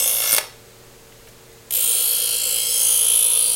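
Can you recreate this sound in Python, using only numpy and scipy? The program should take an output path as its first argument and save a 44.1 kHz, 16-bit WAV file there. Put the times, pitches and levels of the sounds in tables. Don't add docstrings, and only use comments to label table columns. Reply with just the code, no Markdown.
import sys
import numpy as np
from scipy import signal
from scipy.fft import rfft, irfft, next_fast_len
from scipy.io import wavfile

SR = 44100
rng = np.random.default_rng(int(sys.argv[2]) if len(sys.argv) > 2 else 0)


def waveform_to_disk(signal):
    frames = np.transpose(np.atleast_2d(signal))
    scaled = np.clip(frames, -1, 1) * 32767
    samples = np.round(scaled).astype(np.int16)
    wavfile.write(sys.argv[1], SR, samples)


def to_linear_factor(level_db):
    exponent = np.asarray(level_db, float) / 20
    return 10 ** exponent


N = 156555
T = np.arange(N) / SR
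HZ = np.arange(N // 2 + 1) * SR / N

# pitch_hz, level_db
FLOOR_SPECTRUM = [(8.8, -34), (15, 1), (92, -12.5), (123, -7), (269, -15), (455, -8.5), (705, -16),
                  (8180, -23.5), (16000, -26)]
FLOOR_DB = -44.5
# pitch_hz, level_db
IDLE_HUM = [(118.4, -57), (242.2, -65.5), (371.4, -61), (457.6, -56.5), (565.2, -62.5)]
# pitch_hz, level_db
LOADED_HUM = [(445, -59), (453.8, -58), (462.5, -56), (471.3, -51), (509.5, -55), (518.2, -56),
              (527, -51.5), (556, -60)]
# pitch_hz, width_hz, level_db
DISC_WHIRR = [(4250, 500, -66), (6650, 450, -63), (7950, 450, -63.5)]
IDLE_WAVER_DB, LOADED_WAVER_DB = 1.3, 1.5
# start_s, level_db, low_hz, high_hz
HAND_TICKS = [
    (1.12, -49, 2000, 3600),
    (1.271, -49, 500, 3000),
    (1.285, -55, 3000, 13000),
    (1.268, -53, 9500, 11500),
    (1.525, -59, 6000, 11000),
]
TICK_T60_S = 0.031
ROOM_T60_S, ROOM_DB, WALL_CUT_HZ = 0.48, -22, 9400

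TURNS_PER_S, SPEED_JITTER, GRIT_RENEWS_S = 55.6, 0.0012, 0.09
MAINS_PULL_HZ, MAINS_PULL_DEPTH = 120, 0.21
TILT_SHARE = 0.3
# pitch_hz, share_0_to_1
REPEATING_SHARE = [(500, 0.24), (3000, 0.81), (6000, 0.73), (10000, 0), (15000, 0.4)]
EDGE_SPOTS_1 = (.28, .55, .45, 5.0, 1.0)
GUIDE_SPOTS_1 = (.33, .4, .4, 5.0, 1.5)
EDGE_SPOTS_2 = (.42, .31, .95, 3.5, 1.15)
GUIDE_SPOTS_2 = (.77, .6, .55, 14.0, 1.5)
EDGE_ABOVE_HZ = 4800

# start_s, level_db, wobble_depth
PRESSURE_1 = [
    (0.0, -8.5, 0.42),
    (0.004, -19, 0.7),
    (.19, -22.5, 0.56),
    (.23, -19, 0.86),
    (0.314, -18, 0.49),
]
# start_s, level_db, wobble_depth
PRESSURE_2 = [
    (1.76, -19, 0.44),
    (1.79, -17, 0.63),
    (1.925, -17, 0.19),
    (2.1, -17.5, 0.33),
    (2.237, -18.5, 0.59),
    (2.5, -17.5, 0.56),
    (2.699, -18, 0.27),
    (2.815, -17, 0.44),
    (3.227, -19.5, 0.63),
    (3.55, -20.5, 0.33),
]
# start_s, level_db, hold_s, knock_db
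LEAVING_SKIPS = [
    (0.318, -12.5, 0.0037, -49),
    (0.327, -9.5, 0.0025, -25),
    (0.336, -10, 0.0024, -50),
    (.346, -8, 0.0023, -29),
    (0.357, -19.5, 0.0017, -44),
    (0.364, -9.5, 0.0025, -19),
    (0.373, -13, 0.0023, -50),
    (0.381, -12, 0.0055, -10),
]
# start_s, level_db, hold_s, knock_db
LANDING_SKIPS = [
    (1.7072, -18.5, 0.0042, -29),
    (1.7218, -19.5, 0.0095, -50),
    (1.736, -15.5, 0.0048, -45),
    (1.747, -17, .008, -41),
]
SKIP_T60_S, KNOCK_T60_S, KNOCK_LOW_HZ, KNOCK_HIGH_HZ = 0.021, 0.019, 520, 6030
THUD_S, THUD_DB, THUD_T60_S = 0.328, -39, 0.055
# pitch_hz, width_hz, level_db
KNOCK_RINGS = [(612, 16, 15), (900, 40, 6), (3670, 12, 8), (5383, 10, 14)]

# pitch_hz, width_hz, level_db, strongest_at_s,
# spread_s
FIRST_PULL_MODES = [(2157, 80, -4.5, 0.26, 0.35), (2785, 108, -3.5, 0.34, 0.92), (3470, 174, -3, 0.22, 0.36),
                    (5420, 220, 5.5, 0.86, 0.036), (6250, 340, -2.5, 0.071, 0.12), (8060, 39, 8, .01, 0.083),
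                    (9070, 160, 4, 0.15, 0.32), (9060, 270, 9, 0.322, 0.026), (9620, 100, 6, 0.1, 0.085),
                    (11300, 210, 9.5, 0.13, 0.14), (12300, 220, 2.5, 0.16, 0.067), (13350, 280, 7.5, 0.057, 0.074),
                    (13400, 580, 2.5, 0.31, 0.082), (14200, 530, 3.5, 0.15, 0.09),
                    (530, 79, -9, 0.046, 0.5), (1092, 24, -6.5, 0.35, 0.8), (1365, 200, -12, 0.3, 0.21),
              (1720, 17, -3, 0.29, 0.25), (5380, 125, -0.5, 0.15, 0.54), (5970, 340, 2.5, 0.292, 0.04),
              (9700, 340, 3.5, 0.336, 0.035), (7540, 160, 0, 0.305, 0.047)]
# pitch_hz, width_hz, level_db, strongest_at_s, spread_s
BELLY_MODES = [(7640, 91, -4.5, 1.9, 0.2), (7830, 95, 4, 2.71, 0.26), (9100, 120, -9.5, 1.88, 0.084),
               (9400, 130, -3, 2.9, 0.12), (9640, 870, 7, 7, 0.12), (9470, 130, 3, 2.34, 0.17),
               (10500, 330, 8.5, 3.13, 0.47), (12040, 140, -29, 1.9, 0.087), (11300, 240, 0, 2.08, 0.15),
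               (10470, 380, 5, 2.55, 0.14), (13150, 150, 2, 1.86, 0.083), (12700, 140, -2, 2.5, 0.18)]
# pitch_hz, width_hz, level_db, strongest_at_s, spread_s
GUIDE_MODES = [(2340, 35, -26, 1.5, 1.2), (2834, 10, -12, 2.9, 0.5), (3210, 143, -3.5, 2.9, 0.74),
               (3275, 58, 1.5, 2.23, 0.58), (2588, 23, -1.5, 3.25, 0.29), (4320, 180, -1.5, 2.29, 0.6),
               (3970, 68, -6, 2.7, 0.21), (4720, 70, -1, 3.5, 0.14), (3520, 64, -10, 3.3, 0.34),
               (1226, 26, -12, 3.53, 0.88), (1377, 47, -18, 2.27, 0.74), (952, 23, -11.5, 3.36, 0.8),
               (2183, 28, -10.5, 2.58, 0.29)]
# pitch_hz, slide_hz_per_s, width_hz, level_db, strongest_at_s, spread_s
SLIDING_MODES = [(9240, 2500, 520, -1.5, 1.903, 0.12), (10470, 4000, 210, -7.5, 2.11, 0.17),
                 (12200, -1500, 1040, -1.5, 1.73, .1), (12760, 1500, 530, 0, 2.09, 0.11),
                 (9740, 1198, 280, 2.5, 2.89, 0.13), (11060, -3, 430, -4, 3.17, 0.09),
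                 (9650, -4500, 820, 3, 3.486, 0.22), (7750, 1200, 210, 1, 2.47, 0.16),
                 (6470, 300, 370, -3.5, 2.86, 0.18), (9040, 500, 430, -3, 2.86, 0.052),
                 (13200, 0, 270, -4, 2.87, 0.11), (4290, 600, 150, -7.5, 3.464, 0.17),
                 (3510, 702, 330, -3.5, 3.197, 0.21), (5290, 1000, 310, -5, 2.72, 0.09),
                 (15600, 500, 320, -4, 1.88, 0.17), (14100, 0, 190, -19, 3.2, 0.09),
                 (12100, 0, 210, -2, 2.96, 0.1)]
SLIDE_SPREAD, SLIDE_NARROWEST_HZ = 1.4, 480
FADE_LIMIT_DB = 16
# pitch_hz, level_db_per_hz
RASP_SPECTRUM_1 = [(300, -36), (540, -5), (1750, -17), (2400, -24), (4500, -4), (5500, -2.5), (11000, 0),
                   (15800, -8)]
RASP_SPECTRUM_2 = [(300, -30), (500, -14.5), (1900, -24.5), (3000, -5.5), (4900, -9.5), (6500, -10),
                   (9600, -4), (15800, -9.5)]
RASP_DB = -8
MINOR_MODES_DB, MINOR_SPACING_HZ, MINOR_SHIFT_S = 3.0, 130, 0.3
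# pitch_hz, slide_hz_per_s, width_hz, depth_0_to_1, deepest_at_s, spread_s
SHADED_BANDS = [(5720, 500, 1400, 0.74, 1.95, .2), (7480, -500, 980, 0.75, 2.35, 0.13),
                (15000, -1500, 1500, 0.7, 2.48, 0.23), (15200, 0, 1500, 0.7, 3.1, 0.22),
                (6900, 3, 2000, 0.2, 3.45, 0.11), (13300, 0, 1200, 0.7, 3.17, 0.22),
                (3720, 150, 620, 0.9, 2.7, 0.65), (1890, 0, 810, 0.9, 3.33, 0.37),
                (4800, 0, 530, 0.9, 1.9, 0.17), (1730, 0, 320, 0.2, 0.073, .15),
                (4550, 0, 980, 0.5, 0.059, 0.11), (7150, 0, 430, 0.7, 0.08, 0.13)]

CUTOFF_HZ, PEAK_LIMIT = 15830, 0.8


def rms_one(x):
    return x / np.sqrt(np.mean(x ** 2) + 1e-20)


def noise():
    return rng.standard_normal(N)


def at_hz(points, hz):
    point_hz, value = np.array(points).T[:2]
    return np.interp(np.log(hz), np.log(point_hz), value)


def drift(rate_hz):
    r = np.exp(-2 * np.pi * rate_hz * 40 / SR)
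    steps = rng.standard_normal(N // 40 + 2002)
    slow = signal.lfilter([1], [1, -2 * r, r * r], steps)[2000:]
    return np.interp(np.arange(N) / 40, np.arange(len(slow)), rms_one(slow))


def colour(x, spectrum):
    hz = HZ + 1
    gain = to_linear_factor(at_hz(spectrum, hz)) * (hz > spectrum[0][0] / 2)
    return irfft(rfft(x) * rms_one(gain), N)


def band(x, low_hz, high_hz):
    return signal.sosfilt(signal.butter(2, [low_hz, high_hz], "band", fs=SR, output="sos"), x)


def resonate(x, hz, width_hz):
    r = np.exp(-np.pi * width_hz / SR)
    top = np.array([1, 0, -1]) * (1 - r * r) / 2
    return signal.lfilter(top, [1, -2 * r * np.cos(2 * np.pi * hz / SR), r * r], x)


def slide(x, hz, hz_per_s, width_hz, at_s):
    away = np.clip(T - at_s, -0.4, 0.4)
    spin = np.exp(2j * np.pi * np.cumsum(hz + hz_per_s * away) / SR)
    r = np.exp(-1.5 * np.pi * width_hz / SR)
    return 2 * np.real(spin * signal.lfilter([(1 - r) ** 2], [1, -2 * r, r * r], x / spin))


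def burst(start_s, db, hold_s, t60_s):
    rise = np.clip((T - start_s) / 0.0007, 0, 1)
    return rise * to_linear_factor(db - 60 * np.clip(T - start_s - hold_s, 0, 1) / t60_s)


def room_floor():
    return to_linear_factor(FLOOR_DB - 2.5) * colour(noise(), FLOOR_SPECTRUM)


def kitchen(x):
    size = next_fast_len(N + SR)
    w = 2 * np.pi * np.arange(size // 2 + 1) / size
    wall = 1 / (1 + 1j * w * SR / (2 * np.pi * WALL_CUT_HZ)) ** 0.56
    echoes = 0
    for k, lag_s in enumerate(rng.uniform(0.008, 0.035, 14)):
        loop = to_linear_factor(-60 * lag_s / ROOM_T60_S) * wall * np.exp(-1j * w * lag_s * SR)
        echoes = echoes + (-1) ** k * loop / (1 - loop)
    return irfft(rfft(x, size) * echoes, size)[:N]


def unsteady_tones(table, waver_db, wander):
    total = np.zeros(N)
    for hz, db in table:
        level = np.sqrt(2) * to_linear_factor(db + waver_db * drift(3.2))
        total += level * np.sin(2 * np.pi * hz * T + hz + wander * drift(4.6))
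    return total


def motor():
    whirr = sum(to_linear_factor(db) * rms_one(resonate(noise(), hz, width)) for hz, width, db in DISC_WHIRR)
    loaded = np.clip((T - 1.72) / 0.03, 0, 1)
    buzz = loaded * unsteady_tones(LOADED_HUM, LOADED_WAVER_DB, 0.15)
    return whirr + unsteady_tones(IDLE_HUM, IDLE_WAVER_DB, 0.6) + buzz


def ticks():
    total = np.zeros(N)
    for start, db, low, high in HAND_TICKS:
        total += band(burst(start, db + 11.5, 0.0059, TICK_T60_S) * noise(), low, high)
    return total


def knocks():
    taps = sum(burst(start, db, hold / 2, KNOCK_T60_S) for start, _, hold, db in LEAVING_SKIPS + LANDING_SKIPS)
    taps = taps * noise()
    rings = sum(to_linear_factor(db) * resonate(taps, hz, width) for hz, width, db in KNOCK_RINGS)
    thud = band(burst(THUD_S, THUD_DB + 22.5, 0.0042, THUD_T60_S) * noise(), 60, 310)
    return 1.43 * band(taps, KNOCK_LOW_HZ, KNOCK_HIGH_HZ) + rings + thud


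def disc_grit():
    size = int(SR / TURNS_PER_S)
    turns = T * TURNS_PER_S + SPEED_JITTER * np.cumsum(drift(25)) * TURNS_PER_S / SR
    grain = (turns % 1 * size).astype(int)
    phases = np.exp(2j * np.pi * rng.random((200, size // 2 + 1)))
    tracks = rms_one(irfft(phases, size))
    walk = np.minimum(T / GRIT_RENEWS_S, 198)
    k = walk.astype(int)
    part = walk % 1 * np.pi / 2
    return tracks[k, grain] * np.cos(part) + tracks[k + 1, grain] * np.sin(part)


def contact(pull, first, second, share, sharp, deeper):
    start, db, depth = np.transpose(pull)
    turn = 2 * np.pi * (T * TURNS_PER_S - first + 0.0059 * drift(3.6))
    spots = np.exp(sharp * np.cos(turn) - sharp)
    spots = spots + share * np.exp(sharp * np.cos(turn - 2 * np.pi * second) - sharp)
    if second < 0.5:
        spots = spots + TILT_SHARE * np.cos(turn - np.pi * second)
    wobble = np.exp(deeper * np.interp(T, start, depth) * (spots - spots.mean()) + 0.058 * drift(240))
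    inside = np.clip(np.minimum(T - start[0] + 0.0092, start[-1] + 0.0038 - T) / 0.007, 0, 1)
    mains = 1 + MAINS_PULL_DEPTH * np.sin(2 * np.pi * MAINS_PULL_HZ * T)
    return to_linear_factor(np.interp(T, start, db)) * wobble * inside * mains


def grit_force(force):
    again, fresh = force * disc_grit(), force * noise()
    share = np.clip(at_hz(REPEATING_SHARE, HZ + 1), 0, 1)
    both = rfft(again) * np.sqrt(share) + rfft(fresh) * np.sqrt(1 - share)
    low = 1 / (1 + (HZ / EDGE_ABOVE_HZ) ** 12)
    return irfft((both * [1 - low, low]).sum(axis=0), N)


def blade(force, modes, rasp, sliding=()):
    grit = grit_force(force)
    rings = np.zeros(N)
    coarse = T[::64]
    for k, (hz, width, db, best, over) in enumerate(modes):
        fade = 1 - np.exp(-((coarse - best) / over) ** 2)
        level = np.interp(T, coarse, to_linear_factor(db + 7 - FADE_LIMIT_DB * fade))
        rings += (-1) ** k * resonate(grit * level, hz, width)
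    for hz, hz_per_s, width, db, best, over in sliding:
        push = grit * to_linear_factor(db + 6) * np.exp(-((T - best) / over) ** 2)
        rings += slide(push, hz, hz_per_s, max(SLIDE_SPREAD * width, SLIDE_NARROWEST_HZ), best)
    return np.array([rings, to_linear_factor(RASP_DB) * colour(grit, rasp)])


def minor_modes(x):
    out = np.zeros(N)
    for k, knots in enumerate(rng.standard_normal((13, 300))):
        near = np.clip(1 - abs(T / MINOR_SHIFT_S - k), 0, 1) ** 0.5
        ripple = to_linear_factor(MINOR_MODES_DB * np.interp(HZ / MINOR_SPACING_HZ, np.arange(300), knots))
        out += irfft(rfft(x * near) * rms_one(ripple), N)
    return out


def shade(x):
    for hz, hz_per_s, width, depth, best, over in SHADED_BANDS:
        amount = np.clip(depth, 0, 1) * np.exp(-((T - best) / over) ** 2)
        x = x - amount * slide(x, hz, hz_per_s, width, best)
    return x


def grinding():
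    skips = sum(burst(start, db, hold, SKIP_T60_S) for start, db, hold, _ in LEAVING_SKIPS + LANDING_SKIPS)
    early = T < 1
    force_1 = np.array([contact(PRESSURE_1, *EDGE_SPOTS_1), contact(PRESSURE_1, *GUIDE_SPOTS_1)])
    force_2 = np.array([contact(PRESSURE_2, *EDGE_SPOTS_2), contact(PRESSURE_2, *GUIDE_SPOTS_2)])
    pull_1 = blade(force_1 + skips * early, FIRST_PULL_MODES, RASP_SPECTRUM_1)
    pull_2 = blade(force_2 + skips * ~early, BELLY_MODES + GUIDE_MODES, RASP_SPECTRUM_2, SLIDING_MODES)
    rings, rasp = pull_1 + pull_2
    return shade(minor_modes(rasp) + rings) + knocks()


def scene():
    near = grinding() + ticks()
    return (room_floor() + to_linear_factor(ROOM_DB) * kitchen(near) + motor() + near)[None]


def low_pass(x):
    return signal.sosfilt(signal.butter(12, 16480, fs=SR, output="sos"), x)


def record(dry):
    rounded = PEAK_LIMIT * np.tanh(dry / PEAK_LIMIT)
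    cut = irfft(rfft(rounded) * (HZ < CUTOFF_HZ), N)
    return low_pass(cut)


dry = scene()
out = record(dry)
waveform_to_disk(out)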